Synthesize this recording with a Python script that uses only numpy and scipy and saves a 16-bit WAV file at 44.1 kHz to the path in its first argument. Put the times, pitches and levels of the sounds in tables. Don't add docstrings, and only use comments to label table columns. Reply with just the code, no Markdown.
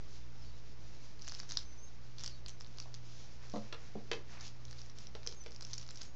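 import sys
import numpy as np
from scipy import signal
from scipy.fft import rfft, irfft, next_fast_len
from scipy.io import wavfile
from scipy.ndimage import map_coordinates

SR = 44100
rng = np.random.default_rng(int(sys.argv[2]) if len(sys.argv) > 2 else 0)


def undo_db(level):
    steps = np.asarray(level, float) / 20
    return 10 ** steps


def waveform_to_disk(signal):
    frames = np.transpose(np.atleast_2d(signal))
    scaled = np.clip(frames, -1, 1) * 32767
    samples = np.round(scaled).astype(np.int16)
    wavfile.write(sys.argv[1], SR, samples)


N = 271464

# (start [s], length [s], cloth level [dB], small snaps at the height of the bout [per s])
BOUTS = [(0, 0.265, -65, 0), (0.33, 0.31, -65, 0), (0.79, 0.39, -64, 0), (1.182, 0.35, -58, 22.5),
         (1.483, 0.086, -55.5, 40), (1.557, .09, -58, 10), (2.157, 0.18, -55.5, 50),
         (2.432, 0.089, -66, 14.5), (2.572, 0.15, -70, 25), (2.751, 0.11, -64, 30.5), (3.002, 0.39, -61, 0),
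         (3.39, 0.34, -60.5, 20.5), (3.707, 0.34, -68, -0.5), (4.272, .13, -64, 0), (4.379, 0.146, -56, 60),
         (4.629, 0.29, -63, 20), (4.941, 0.141, -59, 3.5), (5.22, 0.14, -62, 11), (5.422, 0.26, -73, 20),
         (5.58, 0.32, -61, 25), (5.866, 0.13, -64, 33.5), (5.962, 0.1216, -57, 35)]


def unit(x):
    return x / np.sqrt(np.mean(x ** 2) + 1e-20)


def wobble(rate):
    knots = rng.standard_normal(int(N * rate / SR) + 4)
    return map_coordinates(knots, [np.arange(N) * rate / SR])


def along(points, hz):
    f, value = np.transpose(points)
    return np.interp(np.log(hz + 1), np.log(f + 1), value)


def filtered(x, response):
    m = next_fast_len(N + 8192)
    return irfft(rfft(x, m) * response(np.fft.rfftfreq(m, 1 / SR)), m)[..., :N]


def coloured(x, spectrum):
    return unit(filtered(x, lambda hz: undo_db(along(spectrum, hz))))


def band(x, low_hz, high_hz):
    return signal.lfilter(*signal.butter(2, [low_hz, high_hz], "band", fs=SR), x)


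def add(track, s, sound):
    part = track[round(s * SR):][:len(sound)]
    part += sound[:len(part)]


def swells(rows):
    out = np.zeros(N)
    for s, length, height in rows:
        progress = np.arange(round(length * SR)) / (length * SR)
        add(out, s, height * np.sin(np.pi * progress) ** 0.8)
    return out


def snaps():
    # (time [s], level of the bright cycles [dB], pitch [Hz], thud against those cycles [dB])
    timed_snaps = [(1.1929, -45, 4600, -16), (1.2195, -38, 5083, -19), (1.2488, -45, 5460, -18.5),
                   (1.271, -38, 5030, -23), (1.278, -28, 6300, -14), (1.2841, -31, 6190, -21.5),
                   (1.2943, -37.5, 4920, -18), (1.3134, -39, 5090, -13), (1.3202, -30.5, 5200, -10.5),
                   (1.3429, -40, 5000, -16), (1.348, -31.5, 4930, -22), (1.3935, -34.5, 6380, -19.5),
                   (1.3996, -31.5, 5500, -9), (1.4316, -44.5, 4860, -1), (1.4914, -37, 6230, -14),
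                   (1.496, -43, 4570, -18), (1.5004, -36, 5190, -16.5), (1.509, -29.5, 4580, -12),
                   (1.5194, -30, 4950, -13.5), (1.5236, -43, 5600, -12.5), (1.5524, -40, 4870, -22.5),
                   (1.571, -18, 4920, -18.5), (2.1832, -35, 4800, -19), (2.1937, -41, 5990, -16),
                   (2.203, -39, 4850, -20), (2.2086, -36.5, 5880, -17), (2.2359, -27, 5760, -14),
                   (2.2428, -30.5, 5870, -10.5), (2.2608, -27, 5280, -22), (2.2631, -32, 5017, -20),
                   (2.2765, -28, 5450, -22), (2.4612, -32, 4368, -14.5), (2.4827, -34.5, 6530, -23),
                   (2.4857, -41, 5710, -16), (2.4929, -33.5, 6120, -24), (2.608, -36, 5480, -10),
                   (2.6633, -47, 4200, -11), (2.6714, -45.5, 6450, -14), (2.7844, -34, 5450, -12),
                   (2.8, -27, 5194, -15), (2.823, -45.5, 4780, -16), (2.9414, -33, 4720, -21),
                   (2.947, -38, 5030, -18), (4.4089, -37, 5040, -18), (4.4787, -37, 5260, -16.5),
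                   (4.6514, -38, 6060, -19.5), (4.7102, -37.5, 6100, -13.5), (4.728, -40.5, 4520, -7),
                   (4.792, -47, 5700, -16), (4.8155, -40.5, 5200, -16), (4.9854, -36.5, 5620, -23),
                   (5.069, -39.5, 5150, -15), (5.231, -41, 4930, -12), (5.2637, -32.5, 5670, -9.5),
                   (5.2729, -20, 5680, -21), (5.2879, -40.5, 5830, -13.5), (5.3243, -36.5, 4990, -12),
                   (5.5191, -42.5, 5050, -13), (5.5612, -36.5, 5430, -21), (5.6086, -32.5, 5530, -16),
                   (5.6227, -32.5, 5510, -18), (5.6271, -36.5, 5320, -14), (5.6487, -34.5, 5420, -27),
                   (5.6675, -40, 5670, -11.5), (5.7137, -41.5, 5495, -18), (5.7319, -30.5, 4780, -19),
                   (5.7366, -32.5, 5000, -16), (5.7402, -31, 5400, -21), (5.7793, -31, 5200, -20),
                   (5.7817, -37, 5560, -15), (5.8127, -39.5, 5600, -16.5), (5.8277, -39.5, 4760, -16),
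                   (5.8641, -45, 4960, -16), (5.889, -36, 4880, -10.5), (5.9071, -37, 5940, -11),
                   (5.9567, -39.5, 5050, -15), (5.9724, -37, 5500, -22), (6.0123, -38.5, 3940, -11),
                   (6.0165, -33, 4930, -17), (6.0307, -39, 5390, -16)]
    out, t = np.zeros(N), np.arange(SR // 80) / SR
    after = t - .001
    for s, db, hz, thud_db in [*timed_snaps, *small_snaps()]:
        noise = rng.standard_normal(len(t))
        pitch, late, tune = rng.random(3)
        ping = np.exp(-(after / 0.00026) ** 2) * np.sin(2 * np.pi * hz * t)
        rebound_shape = 0.97 * late * np.exp(-((after - .0007 - 0.00064 * late) / 0.00075) ** 2)
        rebound = rebound_shape * np.sin(2 * np.pi * hz * (0.89 + 0.64 * tune) * t)
        crackle = 0.76 * band(band(noise, 2680, 7620), 2400, 8000)
        crackle = crackle * undo_db(-60 * after / 0.0071) * (after > 0)
        thud = np.exp(-(after / 0.000417) ** 2) * np.sin(2 * np.pi * (1050 + 700 * pitch) * t)
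        add(out, s, undo_db(db) * (ping + rebound + crackle + undo_db(thud_db) * thud))
    return out


def small_snaps():
    level_db, pitch_hz, thud_db = -45.5, 5230, -19
    when, chance = rng.random((2, 600))
    size, tune, depth = rng.standard_normal((3, len(when)))
    rate = swells([(s, length, per_s) for s, length, _, per_s in BOUTS])
    candidates_per_s = len(when) * SR / N
    chosen = chance * candidates_per_s < rate[(when * N).astype(int)]
    rows = [when * N / SR, level_db + size, pitch_hz * (1 + 0.14 * tune), thud_db + 7 * depth]
    return list(np.transpose(rows)[chosen])


def rustle():
    # (frequency [Hz], relative level [dB])
    cloth_colour = [(1500, -30.5), (3000, -9), (4500, -4.5), (5800, -3), (7000, -3.5), (8000, -16.5),
                    (9000, -36.5)]
    # (frequency [Hz], relative level [dB])
    drag_colour = [(400, -9), (800, -6), (1500, -6.5), (2500, -6.5), (3500, -18), (6000, -21.5)]
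    # (start [s], length [s], level [dB])
    slide_rows = [(3.378, 0.12, -65.5), (3.6, 0.43, -66), (4.262, .22, -58.5)]
    cloth_rest_db, drag_rest_db = -68.5, -69
    drag_follows_db = -9

    bouts = swells([(s, length, undo_db(db)) for s, length, db, _ in BOUTS])
    slides = swells([(s, length, undo_db(db)) for s, length, db in slide_rows])

    sizes = undo_db(np.minimum(3 * rng.exponential(size=N), 9)) * np.sign(rng.standard_normal(N))
    happens = rng.random(N) < 600 / SR * undo_db(5 * wobble(25))
    creases = unit(happens * sizes)

    cloth = coloured(.5 * creases + rng.standard_normal(N), cloth_colour)
    cloth_gain = np.hypot(undo_db(cloth_rest_db), bouts) * undo_db(1.9 * wobble(24))
    drag = coloured(0.34 * creases + rng.standard_normal(N), drag_colour)
    drag_power = undo_db(drag_rest_db) ** 2 + (undo_db(drag_follows_db) * bouts) ** 2 + slides ** 2
    return cloth_gain * cloth + np.sqrt(drag_power) * drag


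def knocks():
    # (time [s], strength [dB], lowest mode reached [Hz], favoured mode [Hz], hardness [Hz])
    blows = [(2.856, -54, 500, 649, 1000), (3.5384, -38.5, 166, 214, 950), (3.56, -43.5, 400, 562, 1150),
             (3.726, -47, 330, 1240, 2380), (3.954, -43, 190, 214, 774), (4.115, -39.5, 272, 457, 2370),
             (4.132, -49.5, 270, 288.4, 2400), (5.151, -53.5, 349, 457, 1350),
             (5.272, -51.5, 298, 457, 520), (5.462, -54, 357, 457, 1350)]
    # (frequency [Hz], relative level [dB], time to fall 60 dB [s])
    wood_modes = [(214, -3.5, 0.11), (289.6, -8, 0.13), (457, 3, 0.035), (562, 0.5, 0.037),
                  (619.1, -7, 0.043), (753.8, -15, 0.058), (894, -13.5, 0.098), (1192, -10.5, 0.09),
                  (1660, -18.5, 0.033), (2200, -13, .04), (2330, -8, 0.053), (2580, -27, .03)]
    scatter_db = 2
    push_db = 4
    clack_from_hz, clack_db = 1210, 18
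    clack_tip = 3.8

    out, t = np.zeros(N), np.arange(SR // 4) / SR
    for s, db, low_hz, spot_hz, hard_hz in blows:
        ring = np.zeros(len(t))
        for hz, level, t60 in wood_modes:
            reach = 1 / (1 + (hz / hard_hz) ** 4) / (1 + (low_hz / hz) ** 8)
            favour = undo_db(9.6 * np.exp(-(np.log(hz / spot_hz) / 0.027) ** 2))
            fade = undo_db(level + scatter_db * rng.standard_normal() - 60 * t / t60)
            ring += fade * reach * favour * np.sin(2 * np.pi * hz * t)

        contact_noise, clack_noise = rng.standard_normal((2, len(t)))
        contact = band(band(contact_noise, low_hz, hard_hz), low_hz, hard_hz)
        contact = 1.78 * unit(contact) * undo_db(-60 * t / 0.035)
        cycle = t * np.sqrt(low_hz * hard_hz)
        push = np.sin(2 * np.pi * cycle) * np.exp(-(cycle / .9) ** 2)
        push = undo_db(push_db) * band(push, low_hz, 2 * hard_hz)

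        clack_gain = undo_db(clack_db) / (1 + (clack_from_hz / hard_hz) ** 24)
        clack = band(clack_noise + clack_tip * (t == 0), 1600, 5120) * undo_db(-60 * t / 0.018)
        onset = 1 - np.exp(-t / 0.00098)
        add(out, s, undo_db(db) * ((ring + contact + push) * onset + clack_gain * clack))
    return out


def tinkles():
    # (start [s], length [s], start pitch [Hz], glide by the end [Hz], level before flutter [dB])
    tones = [(0.203, .04, 3580, -30, -69), (0.392, .045, 5300, -150, -63), (0.454, 0.06, 4535, -24, -63),
             (.53, .04, 3910, -29, -65), (1.648, 0.108, 6160, -110, -57), (1.771, 0.072, 6100, 37, -59),
             (1.798, 0.093, 6330, 65.5, -54.5), (1.859, 0.045, 3870, -7, -71),
             (1.911, .041, 6400, -10, -72), (2.293, 0.088, 4500, -42.5, -61),
             (2.308, 0.042, 4200, -52.5, -62), (2.335, .06, 3870, -22, -67), (2.489, .076, 6220, -30, -62),
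             (5.313, .03, 6500, -29, -64), (5.353, 0.045, 6450, -21, -56.5),
             (5.396, 0.052, 6056, -20, -56.5), (6.051, .065, 6510, -32.5, -61.5),
             (6.058, 0.097, 6700, -15, -66)]
    flutter = undo_db(3.5 * wobble(70))
    hoarse = .8 * wobble(200)
    out = np.zeros(N)
    for s, length, start_hz, glide_hz, db in tones:
        t = np.arange(round(length * SR)) / SR
        turns = start_hz * t + glide_hz * t ** 2 / (2 * length)
        phase = 2 * np.pi * turns + np.resize(hoarse[round(s * SR):], len(t))
        swell = np.abs(np.sin(np.pi * t / length)) ** 0.5
        add(out, s, undo_db(db) * swell * np.sin(phase))
    return out * flutter


def background():
    # (frequency [Hz], relative level [dB])
    hiss_colour = [(8, -31), (14, -10.5), (30, -16.5), (45, -20), (75, -17.5), (130, -23), (200, -25.5),
                   (500, -31.5), (720, -36), (2100, -44), (4000, -46), (5500, -43.5), (7000, -59.5),
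                   (8000, -56.5), (9000, -70), (11000, -110)]
    t = np.arange(N) / SR
    low_gain = undo_db(-59 - 0.45 * t + 2.7 * wobble(6))
    low = low_gain * np.sin(2 * np.pi * 60 * t + 1.1 * wobble(8))
    neighbour_ends_s, neighbour_fade_s = 1.8, 0.38
    fading = undo_db(-54.5 + 1.4 * wobble(3)) / (1 + np.exp((t - neighbour_ends_s) / neighbour_fade_s))
    neighbour = fading * np.sin(2 * np.pi * 57.3 * t + 2.68 + .2 * wobble(6))
    high = undo_db(-56 + 2.5 * wobble(4.2)) * np.sin(2 * np.pi * 119.8 * t + 0.15 * wobble(15.0))
    third = undo_db(-74.0 + 1.5 * wobble(5.7)) * np.sin(2 * np.pi * 180 * t + 1.0 * wobble(5))
    hiss = undo_db(-59) * coloured(rng.standard_normal(N), hiss_colour)
    return low + neighbour + high + third + hiss


def room(x):
    # (frequency [Hz], time to fall 60 dB [s])
    ring_times = [(200, 0.41), (1000, 0.26), (4000, 0.21), (8000, 0.19)]
    out, step = np.zeros(N), SR // 4
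    for start in range(0, N, step):
        hz, t, z = signal.stft(rng.standard_normal(SR // 3), SR, nperseg=128)
        wall = 2.5 * np.exp(-((t - .018) / 0.001) ** 2)
        swell = 1 - np.exp(-t / 0.00053) + wall
        decay = undo_db(-60 * t / along(ring_times, hz)[:, None])
        tail = signal.istft(z * swell * decay, SR, nperseg=128)[1]
        echo = signal.fftconvolve(x[start:start + step], tail / np.linalg.norm(tail))
        add(out, start / SR, echo)
    return out


def scene():
    near, far = snaps(), knocks()
    wet = room(undo_db(-9.5) * near + undo_db(-2.5) * far)
    return (near + far + wet + rustle() + tinkles() + background())[None]


def top_cut(x):
    return signal.sosfilt(signal.butter(12, 8900, fs=SR, output="sos"), x)


def record(dry):
    # (time [s], offset [fraction of full scale])
    offset_rows = [(0, .0155), (.6, .0142), (1.4, .0134), (3, .0118), (6.16, .011)]
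    top_hz = 6906
    dull = filtered(dry, lambda hz: 1 / (1 + (hz / top_hz) ** 11) * (hz < 8950))
    offset = np.interp(np.arange(N) / SR, *np.transpose(offset_rows))
    return top_cut(dull + offset)


dry = scene()
out = record(dry)
waveform_to_disk(out)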